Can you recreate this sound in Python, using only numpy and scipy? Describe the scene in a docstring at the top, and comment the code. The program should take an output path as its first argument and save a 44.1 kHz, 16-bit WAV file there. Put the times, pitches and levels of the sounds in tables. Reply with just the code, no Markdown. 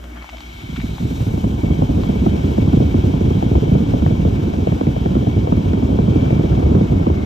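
"""A motor hums, plastic ticks and a vent hisses: a window air conditioner in a small room. It is heard on a
phone held in front of the grille, and fingers scuff softly on the phone's case. The fan roars dully, air
rushing through the slats makes their hollows sing, and a hollow in the phone's case whistles. Within a second
and a half the air stream builds up on the phone and becomes the main sound: its eddies (small swirls of air)
thump and flutter on the two microphone ports (openings)."""
import sys
import numpy as np
from scipy import signal
from scipy.fft import rfft, irfft
from scipy.io import wavfile
from scipy.ndimage import map_coordinates

SR = 44100
rng = np.random.default_rng(int(sys.argv[2]) if len(sys.argv) > 2 else 0)


def materialize(psi):
    """Save the field psi as 16-bit PCM at rate SR to the path in sys.argv[1].

    A 1-D psi becomes a single channel; in a 2-D psi each row is a channel.
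    """
    bounded = np.clip(np.atleast_2d(psi).T, -1, 1)
    quanta = np.round(bounded * 32767).astype(np.int16)
    wavfile.write(sys.argv[1], SR, quanta)


N = 319725
TIME = np.arange(N) / SR
FREQS = np.maximum(np.arange(N // 2 + 1) * SR / N, 1)

# Levels in the tables are relative: the functions add their own gains.
# speed of the air as the fan runs up: t/s, speed/usual speed
AIR_SPEED = [(0, 0.42), (.6, 0.57), (1.2, 0.83), (1.8, 0.99), (3, 0.99), (5.5, 0.97), (6.4, 1.103),
             (7.25, 1.03)]
# tone colour of the fan's dull roar: f/Hz, level/dB
ROAR_COLOUR = [(30, -59.5), (70, -39), (140, -4), (320, -27.5), (470, -11.5), (680, 3.5), (1000, -1),
               (1600, -35), (4000, -102.5)]
# tones of the motor's hum, deepest first: f/Hz, level/dB
HUM_TONES = [(59.6, -35), (119.2, -53.5), (178.8, -50.5), (238.6, -45), (296.1, -49), (328.4, -53),
             (411, -61.5)]
# brief dips of the deepest tone: t/s, level/dB
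DEEP_HUM_DIPS = [(.26, -10), (.292, -18), (.422, -19), (.548, -11), (.69, -8)]
# loudness of the hum's higher tones and of the cabinet: t/s, level/dB
DRONE_LEVEL = [(.2, -1.5), (.26, -13), (.33, -6), (.41, -7), (.47, -3), (.6, -3)]

# loudness of the vent: t/s, level/dB, extra level of its fine hiss/dB
VENT_LEVEL = [(0.0, -59, 0.5), (0.34, -51, -6), (.6, -49, -6.5), (1.18, -47.5, -2.5), (1.56, -48.5, -5.5),
              (2.28, -45, -9), (6.02, -47.5, -10), (6.22, -45.5, -11), (7.2, -48, -10)]
# tone colour of the air rushing out: f/Hz, level/dB
RUSH_COLOUR = [(1100, 8.5), (1450, 5.5), (1900, -3), (2550, 0), (3200, -3.5), (3800, -5), (4500, -11.5),
               (5200, -11), (6400, -14.5), (8300, -24), (12500, -29), (15000, -37)]
# stereo image of the hiss; near 10 kHz left and right are opposed and cancel in mono:
# f/Hz, left minus right/dB, likeness/0..1, right's lead/rad
HISS_STEREO = [(1100, 2, .5, -3.3), (1450, -3, .2, -4.5), (1900, .5, .4, -3.5), (2550, 2, .8, -1.8),
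               (3200, 5.7, .8, -.4), (3800, 6, .75, -.1), (4500, 2, .15, .3), (5200, -1, .8, .5),
               (6400, 0, .85, 1.1), (8300, 0, .8, 2.0), (9100, 0, .99, 3), (10700, 0, .99, 3.3),
               (11700, 0, .75, 4.2), (15000, 0, .8, 6)]
# notes of the hollows between the slats: f/Hz, width/Hz, level/dB
SLAT_NOTES = [(3050, 120, 1.5), (3216, 125, 3), (3376, 140, -6.5)]
# how strongly the slats sing, compared with the rush: t/s, level/dB
SLAT_LEVEL = [(.3, -4.5), (.8, -8), (1.1, -15), (1.45, -6), (2.4, -9.5), (3.9, -8), (4.6, -12.5),
              (5.2, -7.5), (5.7, -9.5), (6.3, -10), (7.25, -14)]
# a higher airy band as the fan runs up, compared with the rush: t/s, level/dB
RUN_UP_LEVEL = [(.2, -17), (.6, -7.5), (1.15, -5.5), (1.5, -17), (7.25, -25.5)]
# loudness of a rough band in the low treble: t/s, level/dB
ROUGH_LEVEL = [(0, -67), (5.9, -61), (6.25, -47), (6.8, -49.5), (7.25, -50)]
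# loudness of the whistle, added to the vent's level: t/s, level/dB
WHISTLE_LEVEL = [(0, -1), (.2, 7.5), (.5, 2.5), (.8, 6), (.92, -1), (1.2, 1), (1.5, -2), (1.65, 3),
                 (1.85, -1.5), (2.1, -0.5), (2.5, 0.5), (2.8, -2.5), (3.1, -1.5), (4.2, -1), (5.2, -2.5),
                 (5.45, 1), (6.05, -2), (6.2, 1.5), (6.5, 1.5), (6.8, -0.5), (7.05, 2), (7.25, 3)]
# slow drift of the whistle and the slat notes: t/s, pitch/usual pitch
PITCH_DRIFT = [(0, .995), (.9, .998), (1.6, 1.003), (4, 1.007), (5.4, 1.006), (6.2, 1.022), (7.25, 0.97)]

# plastic dragging over plastic: t/s, half-length/s, level/dB
PLASTIC_DRAGS = [(.767, 0.0065, -39), (0.802, 0.008, -38)]
# fingers rubbing the phone: t/s, half-length/s, hollow note/dB, rustle/dB
FINGER_RUBS = [(0.085, 0.13, -49, -50.5), (0.169, 0.018, -50, -44), (0.242, .045, -65, -48),
               (0.338, 0.012, -37.5, -46)]
# ticks of the plastic: t/s, starting level/dB, brightness/Hz, level of the deep notes/dB
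PLASTIC_TICKS = [(0.04, -40.5, 2200, 6), (0.224, -40, 2200, 0), (0.243, -36.5, 1800, 5),
                 (0.291, -36, 2200, 1), (0.296, -39, 3000, -16), (0.37, -42, 4000, 5),
                 (0.383, -38.5, 2500, 1), (0.406, -38, 2500, -9), (0.761, -38, 2500, 3),
                 (0.77, -39, 1800, -7.5), (0.815, -39, 2000, -4), (0.982, -34.5, 900, 2),
                 (2.035, -32, 1600, -1)]
# notes the plastic rings with, the two deep ones first: f/Hz, width/Hz, level/dB
PLASTIC_NOTES = [(750, 350, 1), (1150, 600, 2), (2220, 300, 1), (3300, 1700, 2)]

# tone colour of the swirling air at its usual speed: f/Hz, level/dB
STREAM_COLOUR = [(15, -40), (30, -14), (50, -6), (80, 2.5), (130, -2), (220, -4.5), (320, -6.5),
                 (420, -12.5), (520, -16.5), (640, -19.5), (850, -28.5), (1300, -40), (2500, -154)]
# the stream at the two ports: f/Hz, left minus right/dB, likeness/0..1, right's lead/rad
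STREAM_STEREO = [(60, 0.5, 1, 0.0), (131, -1.5, 0.99, -0.19), (214, -2, 0.93, 0.5), (335, -2, 0.9, 0.69),
                 (451, -3.5, 0.93, 1.25), (548, 4, 0.85, 2.5), (645, 5, 0.69, 3.5), (880, 3.5, 0.97, 3.0),
                 (1370, -3, 0.1, 4)]
# how squarely the stream meets the phone: t/s, level/dB
STREAM_AIM = [(1.6, 1), (2.45, 0), (2.78, 3), (3.3, 0.5), (3.75, 3), (4.6, -1), (5.6, 2), (6.15, 2.5),
              (6.75, 4.5), (7.25, -1)]
# moments when the stream swings off the phone: t/s, level/dB
STREAM_LULLS = [(.71, -1), (.76, -5), (0.98, -18), (1.175, -0.5), (1.25, -9), (1.4, -6.5), (1.57, -5),
                (1.62, -5), (1.76, -5.5), (1.87, -6.5), (2.56, -2), (2.89, -9), (3.02, -3.5), (3.19, -6),
                (3.41, -5.5), (3.6, -9.5), (3.85, -7.5), (4.17, -5.5), (4.65, -4.5), (4.99, -5),
                (5.25, -5.5), (5.32, -4.5), (5.62, -4), (5.8, -3), (6.48, -9.5), (6.88, -10.5),
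                (7.15, -1.5)]
# moments when the stream swells onto the phone: t/s, level/dB
STREAM_SWELLS = [(1.13, 0), (1.21, 1), (1.82, 3.5), (1.97, 4.5), (2.25, 3), (2.35, 3.5), (2.82, -1),
                 (3.06, 2), (3.28, 4.5), (3.57, 9), (3.74, 7.5), (4.08, 3.5), (4.26, 8.5), (4.49, 1.5),
                 (4.88, -1), (5.28, 1.5), (5.74, 1.5), (6.09, 0.5), (6.41, -1), (6.76, 8), (6.97, 3.5)]
# strong eddies hitting the ports: t/s, dull slap/dB, crack/dB, thump/dB, thump's base pitch/Hz
STRONG_EDDIES = [(0.636, -56.0, -60, -28, 116), (0.69, -50, -46, -24, 172), (0.729, -54.0, -48, -26, 160.5),
                 (0.781, -53.5, -52.0, -23, 167), (0.838, -46.5, -58.0, -19, 170),
                 (0.89, -51.0, -58.0, -24.0, 117.4), (1.005, -44, -50.5, -23.5, 190),
                 (1.025, -37, -58.5, -19, 144.5), (1.053, -47, -48, -18.5, 146),
                 (1.108, -45, -46.0, -22, 191), (1.203, -37.5, -56, -17.5, 121), (1.22, -38, -60, -17, 114),
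                 (1.268, -35.5, -55, -17.0, 145), (1.34, -32, -50.0, -16.5, 168),
                 (1.376, -28, -58.0, -24, 201), (1.441, -26.0, -52, -14.5, 156),
                 (1.636, -40.5, -49.5, -15.5, 142), (1.706, -29.5, -56.5, -13.5, 132.5),
                 (1.821, -16, -41, -12.5, 181), (1.893, -33, -58, -16, 173), (1.93, -39, -53, -32.5, 100.5),
                 (2.093, -21.5, -37, -11, 162), (2.159, -31.0, -54.5, -18, 173),
                 (2.22, -40, -55.0, -16.5, 175.5), (2.264, -14.5, -47, -10, 208),
                 (2.438, -44, -53, -14, 105), (2.58, -19, -49, -14, 203.5), (2.676, -30, -54.0, -12.5, 135),
                 (2.733, -29.5, -44, -12, 188), (2.773, -37.5, -42, -14, 129.7),
                 (2.803, -22.5, -47.0, -10.5, 175), (2.82, -38.5, -57, -11.5, 97.3),
                 (2.942, -22.0, -46, -13.5, 202), (3.04, -31, -55.0, -11.5, 121.6),
                 (3.138, -26.5, -47.0, -13, 135), (3.21, -31.5, -49.5, -16.5, 171),
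                 (3.309, -27, -54, -18, 148.4), (3.426, -18, -47.5, -25, 133.5),
                 (3.514, -38, -55.0, -13.5, 107.6), (3.553, -19.5, -41, -18, 178.5),
                 (3.718, -36, -53.0, -12.5, 140.4), (3.752, -24.5, -56, -19.5, 159.5),
                 (3.937, -18, -49.5, -12.5, 191), (4.022, -23.5, -54, -13.5, 207),
                 (4.063, -16.5, -36, -13.5, 170), (4.11, -26, -44, -14.5, 151),
                 (4.25, -23.5, -48, -13, 168), (4.536, -25, -55, -18, 145), (4.671, -14.5, -40, -15.5, 213),
                 (4.721, -21.5, -36, -17.5, 182.5), (4.811, -15.5, -44, -19.5, 194),
                 (4.869, -22.5, -37, -13, 161), (4.964, -23.5, -42.5, -20.5, 207),
                 (5.059, -17.5, -34.5, -17, 133.5), (5.152, -19.5, -49, -16, 174),
                 (5.165, -28.5, -51, -15.5, 161.6), (5.271, -20.5, -42.0, -12, 134.6),
                 (5.369, -36, -53.0, -14, 134), (5.472, -20, -40, -23.5, 161),
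                 (5.523, -18, -42, -13, 168.4), (5.573, -25.5, -58, -13.5, 200.6),
                 (5.734, -23.5, -32.5, -11, 176), (5.773, -32.5, -54, -23, 220),
                 (5.826, -23.5, -40, -12.5, 208.6), (5.988, -19, -50, -20, 175),
                 (6.079, -21, -39, -13, 145.5), (6.158, -25.5, -53, -12.5, 195),
                 (6.223, -29, -55, -14.5, 145.7), (6.306, -18.0, -37, -21, 178),
                 (6.396, -44, -55, -15.5, 106.5), (6.438, -41, -52, -15, 200),
                 (6.577, -27.0, -57, -15, 170.5), (6.625, -27, -56, -20, 171), (6.75, -25.0, -38, -12, 164),
                 (6.81, -32, -50, -11, 197), (6.997, -25.5, -59, -25, 143.5), (7.067, -20, -41.5, -14, 195),
                 (7.101, -19.5, -44, -18, 202)]


def undb(db):
    """Turn decibels into a gain to multiply by."""
    return 10 ** (np.asarray(db) / 20)


def unit(x):
    """Scale a sound to an average (rms) level of one."""
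    return x / np.sqrt(np.mean(x ** 2))


def curve(table, column=1):
    """Read one column of a time table at every sample."""
    table = np.array(table)
    return np.interp(TIME, table[:, 0], table[:, column])


def across(table, column=1):
    """Read one column of a frequency table at every frequency."""
    table = np.array(table)
    return np.interp(np.log(FREQS), np.log(table[:, 0]), table[:, column])


def bell(at_s, half_length_s):
    """A smooth rise to one and back, centred on a moment."""
    return np.exp(-((TIME - at_s) / half_length_s) ** 2)


def bumps(table, half_length_s):
    """Brief smooth drops or rises in level, in dB at every sample."""
    return sum(db * bell(at_s, half_length_s) for at_s, db in table)


def shape(x, response):
    """Filter a sound, giving each frequency its own gain."""
    return irfft(rfft(x) * response, N)


def noise(response):
    """Two unrelated noises with the same tone colour."""
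    return unit(shape(rng.standard_normal((2, N)), response))


def resonance(hz, width_hz):
    """The filter of something that rings at one note; narrower rings longer."""
    return 1 / (1 + 1j * (FREQS / hz - hz / FREQS) * hz / width_hz)


def wander(slow_hz, fast_hz):
    """A random wobble between two rates, about one in size."""
    return noise(1 / (1 + (FREQS / fast_hz) ** 4) / (1 + (slow_hz / FREQS) ** 4))[0]


def read_at(pair, positions):
    """Read two sounds at the given sample positions; bigger steps raise the pitch."""
    return np.array([map_coordinates(side, [positions], order=3, mode="wrap") for side in pair])


def drifting(pair):
    """Let a ringing sound follow the slow drift of pitch."""
    return read_at(pair, np.cumsum(curve(PITCH_DRIFT)))


def soft_limit(x, ceiling):
    """Round off peaks so that they stay under a ceiling."""
    return x / (1 + (x / ceiling) ** 4) ** (1 / 4)


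def strike(burst, response, first_s):
    """Ring a filter with a short burst, scaled so its first moments have a level of one."""
    length = len(burst)
    ring = irfft(response, N)[:length]
    hit = signal.fftconvolve(burst, ring)[:length]
    return hit / hit[TIME[:length] < first_s].std()


def stereo(pair, pan_db, likeness, lead_rad):
    """Mix two unrelated sounds into a partly alike left and right, the right ahead by lead_rad."""
    likeness = np.clip(likeness, 0, 1)
    common = rfft(pair[0]) * np.sqrt((1 + likeness) / 2)
    apart = rfft(pair[1]) * np.sqrt((1 - likeness) / 2)
    left = (common + apart) * undb(pan_db / 2) * np.exp(-1j * lead_rad)
    right = (common - apart) * undb(-pan_db / 2)
    return irfft(np.array([left, right]), N)


def blower(roar_db=-36.5, speed_power=1.92):
    """The fan wheel's even roar grows steeply with its speed and is spread by the room."""
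    roar = noise(undb(across(ROAR_COLOUR))) * undb(roar_db) * curve(AIR_SPEED) ** speed_power
    likeness = 1 / (1 + (FREQS / 1100) ** 2)
    return stereo(roar, across(STREAM_STEREO), likeness, across(STREAM_STEREO, 3))


def motor(waver_db=4, cabinet_db=-45.5, rumble_db=-47, gain_db=1):
    """The shaft hums a deep tone under wavering higher ones; the cabinet drones and rumbles along."""
    shaft, *upper = [np.sqrt(2) * undb(db) * np.sin(2 * np.pi * (hz * TIME + rng.random()))
                     for hz, db in HUM_TONES]
    deep_hum = shaft * undb(bumps(DEEP_HUM_DIPS, half_length_s=.019))
    overtones = sum(tone * undb(waver_db * wander(3.6, 20)) for tone in upper)
    cabinet = stereo(noise(resonance(327, 130) ** 2), pan_db=-1, likeness=.65, lead_rad=.89)
    rumble = noise(resonance(85, 60) ** 2)[0]
    drone = overtones + undb(cabinet_db) * cabinet + undb(rumble_db) * rumble
    return (deep_hum + drone * undb(curve(DRONE_LEVEL))) * undb(gain_db)


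def vent(gain_db=4, hiss_db=20, hiss_hz=8000, flicker_db=1.5):
    """Air rushes through the slats and sings in their hollows, swelling as the phone moves."""
    rush = noise(undb(across(RUSH_COLOUR)) / (1 + (1250 / FREQS) ** 4))
    rush *= undb(.77 * wander(1.7, 29))
    # the highest hiss travels in a beam, so its level depends on where the phone is
    hiss = shape(rush, 1 / (1 + (hiss_hz / FREQS) ** 6))
    rush = rush - hiss + hiss * undb(curve(VENT_LEVEL, 2) + hiss_db)
    hollows = sum(undb(db) * noise(resonance(hz, width) ** 2) for hz, width, db in SLAT_NOTES)
    singing = drifting(unit(hollows)) * undb(curve(SLAT_LEVEL) + flicker_db * wander(.84, 20))
    run_up = noise(resonance(3790, 800) ** 2) * undb(curve(RUN_UP_LEVEL))
    air = (rush + singing + run_up) * undb(curve(VENT_LEVEL) + gain_db)
    return stereo(air, across(HISS_STEREO), across(HISS_STEREO, 2), across(HISS_STEREO, 3))


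def rough_rush(centre_hz=1250, width_hz=750, flutter_db=3.5):
    """The rush turns rougher and brighter as the stream quickens."""
    band = noise(resonance(centre_hz, width_hz) ** 2)
    level_db = curve(ROUGH_LEVEL) + flutter_db * wander(5, 60)
    return stereo(band * undb(level_db), pan_db=0, likeness=.2, lead_rad=1.5)


def whistle(core_db=-6, fade_db=.8):
    """A hollow in the airflow sings: a narrow note inside an airy band, fading in and out."""
    airy = noise(resonance(2234, 140) ** 2)
    core = noise(resonance(2226, 45) ** 2)
    note = drifting(airy + undb(core_db) * core)
    level_db = curve(VENT_LEVEL) + curve(WHISTLE_LEVEL) + fade_db * wander(2, 10)
    return stereo(note * undb(level_db), pan_db=5.4, likeness=.92, lead_rad=-2.78)


def scrapes(grain_db=3.5, centre_hz=2300, width_hz=3600):
    """Plastic drags over plastic with a short, soft, grainy sound."""
    rub = noise(resonance(centre_hz, width_hz) ** 2 / (1 + (FREQS / 4500) ** 6))
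    pressing = sum(undb(db) * bell(at_s, half_s) for at_s, half_s, db in PLASTIC_DRAGS)
    grain = undb(grain_db * wander(60, 400))
    return stereo(rub * pressing * grain, pan_db=3, likeness=.66, lead_rad=-.8)


def scuffs(note_hz=635, rustle_hz=1350):
    """Fingers shift on the phone's case and rub a hollow note and a light rustle out of it."""
    note = noise(resonance(note_hz, width_hz=200) ** 2)
    rustle = noise(resonance(rustle_hz, width_hz=1300) ** 2)
    rub = sum((undb(note_db) * note + undb(rustle_db) * rustle) * bell(at_s, half_s)
              for at_s, half_s, note_db, rustle_db in FINGER_RUBS)
    return stereo(rub, pan_db=4.6, likeness=.6, lead_rad=1)


def ticks(crack_s=.0012, tail_s=.007, tail_db=-20, snap_db=-21, pan_db=3, low_cut_hz=550):
    """Short cracks ring the plastic; each has its own brightness and its own share of deep notes."""
    notes = [undb(db) * resonance(hz, width) for hz, width, db in PLASTIC_NOTES]
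    snap = undb(snap_db) * resonance(5000, 4500) ** 2
    casing = 1 / (1 + low_cut_hz / (1j * FREQS)) ** 2 / (1 + (FREQS / 7500) ** 6)
    age = TIME[:SR // 20]
    decay = np.exp(-age / crack_s) + undb(tail_db) * np.exp(-age / tail_s)
    sides = undb([[pan_db / 2], [-pan_db / 2]])
    out = np.zeros((2, N))
    for at_s, db, bright_hz, deep_db in PLASTIC_TICKS:
        body = undb(deep_db) * sum(notes[:2]) + sum(notes[2:]) + snap
        colour = body * casing / (1 + 1j * FREQS / bright_hz) ** 2
        crack = rng.standard_normal(len(age)) * decay
        start = int(at_s * SR)
        out[:, start:start + len(age)] += undb(db) * sides * strike(crack, colour, first_s=.006)
    return out


def draught(arrival_s=.4, build_s=.53, gain_db=-16):
    """The stream's pressure on the phone builds up, follows the aim, swells and briefly swings off."""
    build = (1 - np.exp(-np.maximum(TIME - arrival_s, 0) / build_s)) ** 2
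    fade_out = np.clip((TIME[-1] - TIME) / .015, 0, 1)
    lulls_db = bumps(STREAM_LULLS, half_length_s=.016)
    swells_db = bumps(STREAM_SWELLS, half_length_s=.027)
    return build * fade_out * undb(gain_db + curve(STREAM_AIM) + lulls_db + swells_db)


def eddy_push(rise_s=.003, fall_s=.012):
    """After a short lull, each strong eddy brings a sudden push and a surge of speed that die away."""
    push, surge, lull = np.zeros((3, N))
    for at_s, _, _, thump_db, _ in STRONG_EDDIES:
        near = np.abs(TIME - at_s) < .08
        age = TIME[near] - at_s
        pulse = np.exp(-np.maximum(age, 0) / fall_s - (np.minimum(age, 0) / rise_s) ** 2)
        push[near] += undb(thump_db) * pulse
        surge[near] += pulse ** 2
        lull[near] += np.exp(-((age + .008) / .009) ** 2)  # deepest 8 ms before the hit
    return push, surge, lull


def eddy_slaps(fall_s=.0017, slap_gain_db=.5, crack_gain_db=3.5):
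    """The steep front of an eddy hits the ports with a short dull slap; the steepest ones crack."""
    age = TIME[:SR // 30]
    dull = resonance(hz=640, width_hz=480) ** 2 / (1 + 1j * FREQS / 900)
    sharp = resonance(hz=1350, width_hz=1000) ** 2
    out = np.zeros(N)
    for at_s, slap_db, crack_db, _, _ in STRONG_EDDIES:
        front = rng.standard_normal(len(age)) * np.exp(-age / fall_s)
        slap = undb(slap_db + slap_gain_db) * strike(front, dull, first_s=.008)
        crack = undb(crack_db + crack_gain_db) * strike(front, sharp, first_s=.008)
        start = int(at_s * SR)
        out[start:start + len(age)] += slap + crack
    return out


def eddy_thumps(gain_db=5, start_ratio=2.03, end_ratio=.546, glide_s=.01073, rise_s=.003, fall_s=.023):
    """Each strong eddy rolls over the ports as a falling thump, which starts softer in slow air."""
    age = TIME[:SR // 16]
    speed = curve(AIR_SPEED)
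    glide = end_ratio + (start_ratio - end_ratio) * np.exp(-age / glide_s)
    chance = rng.standard_normal((len(STRONG_EDDIES), 2))
    out = np.zeros(N)
    for (at_s, _, _, db, base_hz), (phase, detune) in zip(STRONG_EDDIES, chance):
        start = int(at_s * SR)
        hz = base_hz * glide * np.exp(.06 * detune)  # pitches scatter by about 6 %
        wave = np.sin(2 * np.pi * (np.cumsum(hz) / SR + phase))
        swell = (1 - np.exp(-(age * speed[start] / rise_s) ** 2)) * np.exp(-(age / fall_s) ** 2)
        out[start:start + len(age)] += undb(db + gain_db) * swell * wave
    return out


def buffeting(flutter_db=1.73, lull_db=-6, push_db=2.5, surge_db=3, speed_offset_db=-1.14):
    """Swirling air sweeps past the ports: faster air presses harder and lifts the rumble's pitch."""
    push, surge, lull = eddy_push()
    gust_db = flutter_db * wander(5.6, 42) + lull_db * lull
    pressure = np.hypot(draught() * undb(gust_db), undb(push_db) * push)
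    pressure = soft_limit(pressure, ceiling=.34)  # no eddy presses harder than the stream's core
    speed = curve(AIR_SPEED) * undb(.16 * gust_db + surge_db * surge + speed_offset_db)
    # an unchanging pattern of swirls is carried by at the speed of the air
    swirls = noise(undb(across(STREAM_COLOUR)))
    common, apart = pressure * read_at(swirls, np.cumsum(speed))
    wind = [common + eddy_slaps() + eddy_thumps(), apart]
    return stereo(wind, across(STREAM_STEREO), across(STREAM_STEREO, 2), across(STREAM_STEREO, 3))


def scene():
    """Add up the moving air, the machine and the small contact sounds."""
    air = buffeting() + vent() + rough_rush() + whistle()
    return air + blower() + motor() + ticks() + scuffs() + scrapes()


def record(dry, low_cut_hz=31, top_hz=15500):
    """The phone drops the deepest bass, rounds the loudest peaks and cuts the highest treble."""
    sound = shape(dry, 1 / (1 + (low_cut_hz / FREQS) ** 6))
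    sound = soft_limit(sound, ceiling=.98)
    return signal.sosfilt(signal.ellip(12, .2, 80, top_hz, fs=SR, output="sos"), sound)


dry = scene()
out = record(dry)
materialize(out)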